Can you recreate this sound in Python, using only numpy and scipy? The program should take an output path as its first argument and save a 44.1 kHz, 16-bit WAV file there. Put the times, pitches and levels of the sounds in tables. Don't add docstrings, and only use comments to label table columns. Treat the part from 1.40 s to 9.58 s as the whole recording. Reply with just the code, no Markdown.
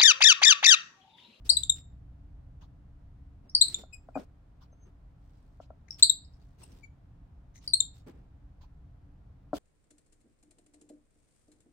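import sys
import numpy as np
from scipy import signal
from scipy.fft import rfft, irfft, next_fast_len
from scipy.io import wavfile
from scipy.ndimage import uniform_filter1d, map_coordinates

SR = 44100
rng = np.random.default_rng(int(sys.argv[2]) if len(sys.argv) > 2 else 0)


def master_out(mix):
    frames = np.transpose(np.atleast_2d(mix))
    ceiling = np.clip(frames, -1, 1)
    pcm = np.round(ceiling * 32767).astype(np.int16)
    wavfile.write(sys.argv[1], SR, pcm)


N = 360946
TOP_HZ = 15850


def amp(db):
    return 10 ** (np.asarray(db) / 20)


def unit(x):
    return x / np.sqrt(np.mean(x ** 2) + 1e-20)


def along(points, hz):
    point_hz, values = np.transpose(points)
    return np.interp(np.log(hz + 1), np.log(point_hz + 1), values)


def over_time(points, s):
    return np.interp(s, *np.transpose(points))


def wobble(rate, size):
    knots = rng.standard_normal(int(size * rate / SR) + 4)
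    return map_coordinates(knots, [np.arange(size) * rate / SR])


def filtered(x, response):
    m = next_fast_len(N + SR // 2)
    hz = np.fft.rfftfreq(m, 1 / SR)
    return irfft(rfft(x, m) * response(hz), m)[..., :N]


def add(track, s, sound):
    start = max(round(s * SR), 0)
    part = track[..., start:start + sound.shape[-1]]
    part += sound[..., :part.shape[-1]]


def swell(size, crest):
    skew = np.log(.5) / np.log(np.clip(crest, .15, .7))
    return np.sin(np.pi * np.linspace(0, 1, size) ** skew)


def swells(rows, crest):
    gain = np.zeros(N)
    for s, length, db in rows:
        add(gain, s, amp(db) * swell(int(length * SR), crest) ** 2)
    return gain


def noise(spectrum):
    # pitch_hz [Hz], correlation [0-1]
    likeness = [(60, 0.99), (140, 0.95), (300, 0.67), (700, 0.14), (2000, 0.083), (8000, 0.044)]

    def mid_and_side(hz):
        turn = np.arccos(np.clip(along(likeness, hz), -1, 1)) / 2
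        return amp(along(spectrum, hz)) * [np.cos(turn), np.sin(turn)]

    mid, side = filtered(rng.standard_normal((2, N)), mid_and_side)
    return unit(np.array([mid + side, mid - side]))


def patchy(x, depth_db):
    z = signal.stft(x, nperseg=256)[2]
    field = rng.standard_normal(z.shape[1:])
    field = uniform_filter1d(field, 4, 0)
    field = uniform_filter1d(field, 7, 1)
    patches = signal.istft(z * amp(depth_db * unit(field)), nperseg=256)[1]
    return unit(patches[:, :N])


def in_room(sound, pan_db, lag_s, near_db, tail_db, near_s=0.0016, near_t60=0.15):
    # pitch_hz [Hz], t60_s [s]
    decay = [(200, 0.24), (1000, 0.093), (4000, 0.3), (8000, 0.265), (14000, 0.061)]
    hz, t, z = signal.stft(rng.standard_normal((2, SR // 2)), SR, nperseg=256)
    fade_db = -60 * t / along(decay, hz)[:, None]
    tail = signal.istft(z * amp(fade_db), SR, nperseg=256)[1]
    t = np.arange(tail.shape[1]) / SR
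    sparse = rng.standard_normal(tail.shape) * (rng.random(tail.shape) < .04)
    near = sparse * (t > near_s) * amp(-60 * t / near_t60)
    tail = tail * (t > near_s)
    path = np.zeros(tail.shape)
    for db, part in [(near_db, near), (tail_db, tail)]:
        path += amp(db) * part / np.linalg.norm(part, axis=1, keepdims=True)
    path[0] += amp(pan_db / 2) * np.sinc((t - lag_s) * SR)
    path[1, 0] += amp(-pan_db / 2)
    return signal.fftconvolve(sound[None], path, axes=1)


def voice(length, start_hz, end_hz, colour, rough, crest, jitter=0.083, flutter_hz=1300, flutter_db=8, count=5):
    glide_share = .78
    size = int(length * SR)
    glide = np.interp(np.linspace(0, 1, size), [0, glide_share], [start_hz, end_hz])
    shaken_hz = glide * (1 + jitter * rough * wobble(flutter_hz, size))
    phase = 2 * np.pi * np.cumsum(shaken_hz) / SR
    tone = np.zeros(size)
    for k in range(1, count + 1):
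        strength_db = along(colour, k * glide) + flutter_db * rough * wobble(flutter_hz / 2, size)
        tone += amp(strength_db) * (k * glide < TOP_HZ) * np.sin(k * phase)
    return tone * np.sin(np.pi / 2 * swell(size, crest)) ** 2


def chirps(air_db=-39, air_top_hz=9000):
    # start_s [s], length_s [s], start_hz [Hz], end_hz [Hz], level_db [dB], left_right_db [dB]
    calls = [(0.0919, .018, 3625, 4893, -12, 9.5), (.1684, 0.0091, 3940, 3982, -13.5, 10.5),
             (.2335, .0065, 3690, 3664, -23, 11.5), (0.2949, 0.011, 3602, 3800, -12.5, 10.5),
             (2.093, 0.0097, 5500, 5392, -46.5, 3.5), (2.1488, 0.0067, 4250, 5055, -12.5, 4.5),
             (2.2105, 0.019, 3662, 4392, -8, 6), (2.281, 0.0084, 3960, 4039, -30, 17),
             (2.344, 0.0056, 3658, 3603, -18.5, 5.5), (4.507, 0.0033, 5350, 5250, -28, 11),
             (4.6244, 0.014, 3560, 4512, -3.5, 4.5), (4.696, 0.01, 3746, 3853, -12.5, 15.5),
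             (4.847, 0.009, 4940, 4980, -59, 6.5), (4.934, 0.013, 5144, 5220, -67, 9.5),
             (5.017, 0.014, 4710, 4624, -76.5, 7.5), (6.276, 0.0047, 4750, 4590, -25.5, 4.5),
             (6.334, .013, 3883, 4395, -11, 8.5), (6.403, 0.0075, 3686, 3710, -13, 10.5)]
    # pitch_hz [Hz], level_db [dB]
    mouth = [(3400, -6.5), (3800, -5), (4300, -3.5), (4700, 4), (5400, -3.5), (6600, -8.5), (7450, -2.5),
             (7900, -6), (8400, -9.5), (9200, -12), (10200, -33), (11300, -26), (12600, -34.5),
             (14000, -49), (15500, -44.5)]
    # level_db [dB], roughness [0-1]
    hoarseness = [(-55, 0.7), (-42, 0.4), (-16, 0.12)]
    # time_s [s], left_lag_s [s]
    head_lag = [(.1, .000085), (.3, 0.000061), (2.1, .000105), (2.35, .00013), (4.6, 0.00013),
                (6.3, 0.00013), (6.4, .000135)]
    low_hz, low_room_db, room_db_per_khz = 3700, -17, 3.5
    walls_db = 9
    out = np.zeros((2, N))
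    airy = signal.butter(2, [1800, air_top_hz], "bandpass", fs=SR, output="sos")
    for s, length, start_hz, end_hz, db, pan_db in calls:
        note = voice(length, start_hz, end_hz, mouth, over_time(hoarseness, db), crest=0.42)
        breath = signal.sosfilt(airy, rng.standard_normal(len(note)))
        air = amp(air_db) * breath * np.hanning(len(note))
        khz_up = ((start_hz + end_hz) / 2 - low_hz) / 1000
        room_db = low_room_db + room_db_per_khz * khz_up
        heard = in_room(amp(db) * (note + air), pan_db, over_time(head_lag, s),
                        near_db=room_db + walls_db, tail_db=room_db)
        add(out, s, heard)
    return out


def peeps():
    # start_s [s], length_s [s], pitch_hz [Hz], level_db [dB], overtones_db [dB], roughness [0-1]
    calls = [(2.521, 0.033, 2580, -46.5, -3, 0.14), (2.74, 0.029, 2496, -52.5, -12, 0.02),
             (4.48, 0.01, 2000, -63, -4.5, 0.8), (5.229, 0.014, 2785, -61.5, 11.5, .1),
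             (5.425, .03, 2335, -50.5, -14.5, 0), (6.134, 0.062, 2063, -73, 6, 0.84)]
    # multiple of the pitch, level_db [dB]
    overtones = [(2, -8.5), (3, 0.5), (4, -16), (5, -22)]
    sag = .03
    out = np.zeros((2, N))
    for s, length, hz, db, over_db, rough in calls:
        colour = [(hz, 0)] + [(k * hz, over_db + level) for k, level in overtones]
        note = voice(length, hz, hz * (1 - sag), colour, rough, crest=0.62)
        add(out, s, in_room(amp(db) * note, pan_db=11.5, lag_s=.00006, near_db=-6.5, tail_db=-14))
    return out


def whistle(waver=.008, pan_db=3):
    # time_s [s], level_db [dB]
    course = [(3.32, -82), (3.332, -70), (3.352, -95), (3.398, -88), (3.436, -68), (3.476, -86),
              (3.5, -100)]
    pitch_hz, gain_db = 6300, -1
    t = np.arange(N) / SR
    level_db = np.interp(t, *np.transpose(course), left=-np.inf, right=-np.inf)
    phase = 2 * np.pi * np.cumsum(pitch_hz * (1 + waver * wobble(150, N))) / SR
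    return amp(gain_db + level_db) * unit(np.sin(phase)) * amp([[pan_db / 2], [-pan_db / 2]])


def knocks(boom_t60=0.06, attack_s=.0012, soft_hz=1650):
    # start_s [s], level_db [dB, before a common gain], ring_hz [Hz], boom_hz [Hz]
    blows = [(.121, -46.5, 683, 262), (2.436, -44.5, 672, 259), (2.687, -42, 680, 266),
             (2.7547, -30, 744, 266), (2.762, -27, 612, 269), (2.772, -29.5, 700, 236),
             (3.328, -57, 645, 325), (4.201, -41, 650, 287), (4.304, -42, 649, 275.3),
             (8.1309, -23, 648.3, 298), (8.1377, -28.5, 665, 298)]
    # multiple of the ring pitch, level_db [dB], t60_s [s]
    modes = [(1.001, 7, 0.016), (1.4, -6, 0.012), (2.05, -15, 0.04)]
    gain_db = 4
    heavy_db, heavy_boom_db, boom_grows = -29.5, -5.5, .7
    out, t = np.zeros((2, N)), np.arange(SR // 5) / SR
    padded = signal.butter(4, [150, soft_hz], "bandpass", fs=SR, output="sos")
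    for s, db, hz, boom_hz in blows:
        ring = sum(amp(level - 60 * t / t60) * np.sin(2 * np.pi * hz * ratio * t) for ratio, level, t60 in modes)
        boom_db = heavy_boom_db + boom_grows * min(db - heavy_db, 0)
        boom = amp(boom_db - 60 * t / boom_t60) * np.sin(2 * np.pi * boom_hz * t)
        attack = 1 - np.exp(-t / attack_s)
        blow = signal.sosfilt(padded, amp(db + gain_db) * (ring + boom) * attack)
        add(out, s, in_room(blow, 3.28, lag_s=.00007, near_db=-15, tail_db=-11.0))
    return out


def rustles():
    # start_s [s], length_s [s], rub_db [dB], thud_db [dB]
    scuffs = [(0.045, 0.077, -57, -62.5), (0.099, .26, -62.5, -71.5), (0.344, 0.093, -64, -72.5),
              (2.034, 0.097, -90, -64), (2.245, .24, -57, -60), (2.367, .09, -65, -55),
              (2.598, 0.41, -87.5, -75), (2.76, .11, -65, -47), (3.45, .08, -83.5, -62),
              (3.764, 0.65, -84, -87), (4.491, 0.13, -70, -82), (4.582, 0.061, -54, -86),
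              (4.887, .5, -81.5, -88.5), (5.178, 0.17, -67.5, -62.5), (5.271, .26, -72, -63.5),
              (6.145, .06, -67, -88.5), (6.223, 0.12, -64.5, -72), (6.535, .12, -70.5, -87.5),
              (6.662, 0.067, -67.5, -50), (6.671, 0.268, -87, -62), (8.134, 0.13, -53.5, -46.5)]
    # pitch_hz [Hz], relative level_db [dB per Hz]
    rub_spectrum = [(500, -4), (1500, -3), (3000, 1), (5000, 3), (7000, -4), (9000, -13), (15000, -25.5)]
    # pitch_hz [Hz], relative level_db [dB per Hz]
    hiss_spectrum = [(2000, -15.5), (6000, -6), (8500, 4.5), (10500, -8.5), (14000, -2), (15800, -2)]
    # pitch_hz [Hz], relative level_db [dB per Hz]
    thud_spectrum = [(80, -30), (200, 7), (400, 1.5), (700, -8), (1500, -17), (3000, -24), (8000, -53.5)]
    hiss_db, crest = -3.5, .27
    rub = swells([(s, length, db) for s, length, db, _ in scuffs], crest)
    thud = swells([(s, length, db) for s, length, _, db in scuffs], crest)
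    grain = unit(amp(3 * wobble(280, N) + 1.2 * wobble(40, N)))
    hiss = amp(hiss_db) * patchy(noise(hiss_spectrum), depth_db=4.5)
    cloth = patchy(noise(rub_spectrum), depth_db=2) + hiss
    return rub * grain * cloth + thud * noise(thud_spectrum)


def clock():
    # pitch_hz [Hz], relative level_db [dB per Hz]
    tick_spectrum = [(300, -17), (700, 1.5), (950, 11.5), (1300, -1.5), (2100, -15), (2950, -5.5),
                     (3500, -6), (4100, -7), (5000, -8.5), (6300, -11.5), (9000, -32.5), (15000, -20.5)]
    # pitch_hz [Hz], relative level_db [dB per Hz]
    tock_spectrum = [(300, -21), (900, -1.5), (1600, -5), (2300, -6.5), (3000, 3.5), (4500, 0.5),
                     (5600, 1.5), (7000, -6), (9000, -17.5), (15000, -25)]
    first_s, every_s, length_s = .207, 1, 0.076
    tick_db, tock_db = -62, -68
    beats = [(s, length_s, 0) for s in np.arange(first_s, N / SR, every_s)]
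    tocks = swells(beats[0::2], crest=0.25)
    ticks = swells(beats[1::2], crest=0.25)
    tick = amp(tick_db) * ticks * patchy(noise(tick_spectrum), depth_db=3.5)
    tock = amp(tock_db) * tocks * patchy(noise(tock_spectrum), depth_db=3.5)
    return tick + tock


def room_tone(noise_db=-1, drift=0.99):
    # pitch_hz [Hz], relative level_db [dB per Hz]
    floor = [(12, -28), (20, -8), (42, -3.5), (61, -3), (172, -14.5), (221, -24), (284, -20), (317, -29.5),
             (408, -32.5), (603, -34), (693, -32.5), (1180, -39.5), (1350, -40), (2240, -48.5),
             (15800, -70.5)]
    # time_s [s], level_db [dB]
    course = [(0, -48), (2.35, -52.5), (2.55, -55), (6.7, -52.5), (8.1, -52.5)]
    # pitch_hz [Hz], level_db [dB]
    hum_lines = [(42.5, -65), (66, -63), (122, -66.5), (287, -76.5), (690, -87.5)]
    t = np.arange(N) / SR
    rumble = amp(noise_db + over_time(course, t))
    steady = amp(noise_db + np.mean(np.transpose(course)[1]))
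    air = noise(floor)
    bass = filtered(air, lambda hz: 1 / (1 + (hz / 220) ** 4))
    hum = sum(amp(db) * unit(np.sin(2 * np.pi * hz * t + drift * wobble(8, N))) for hz, db in hum_lines)
    return rumble * bass + steady * (air - bass) + hum * rumble / steady


def scene():
    return chirps() + peeps() + whistle() + knocks() + rustles() + clock() + room_tone()


def record(dry, hardness=12):
    clip_top = 1.0
    rounded = dry / (1 + np.abs(dry / clip_top) ** hardness) ** (1 / hardness)
    return filtered(rounded, lambda hz: hz < TOP_HZ)


dry = scene()
out = record(dry)
master_out(out)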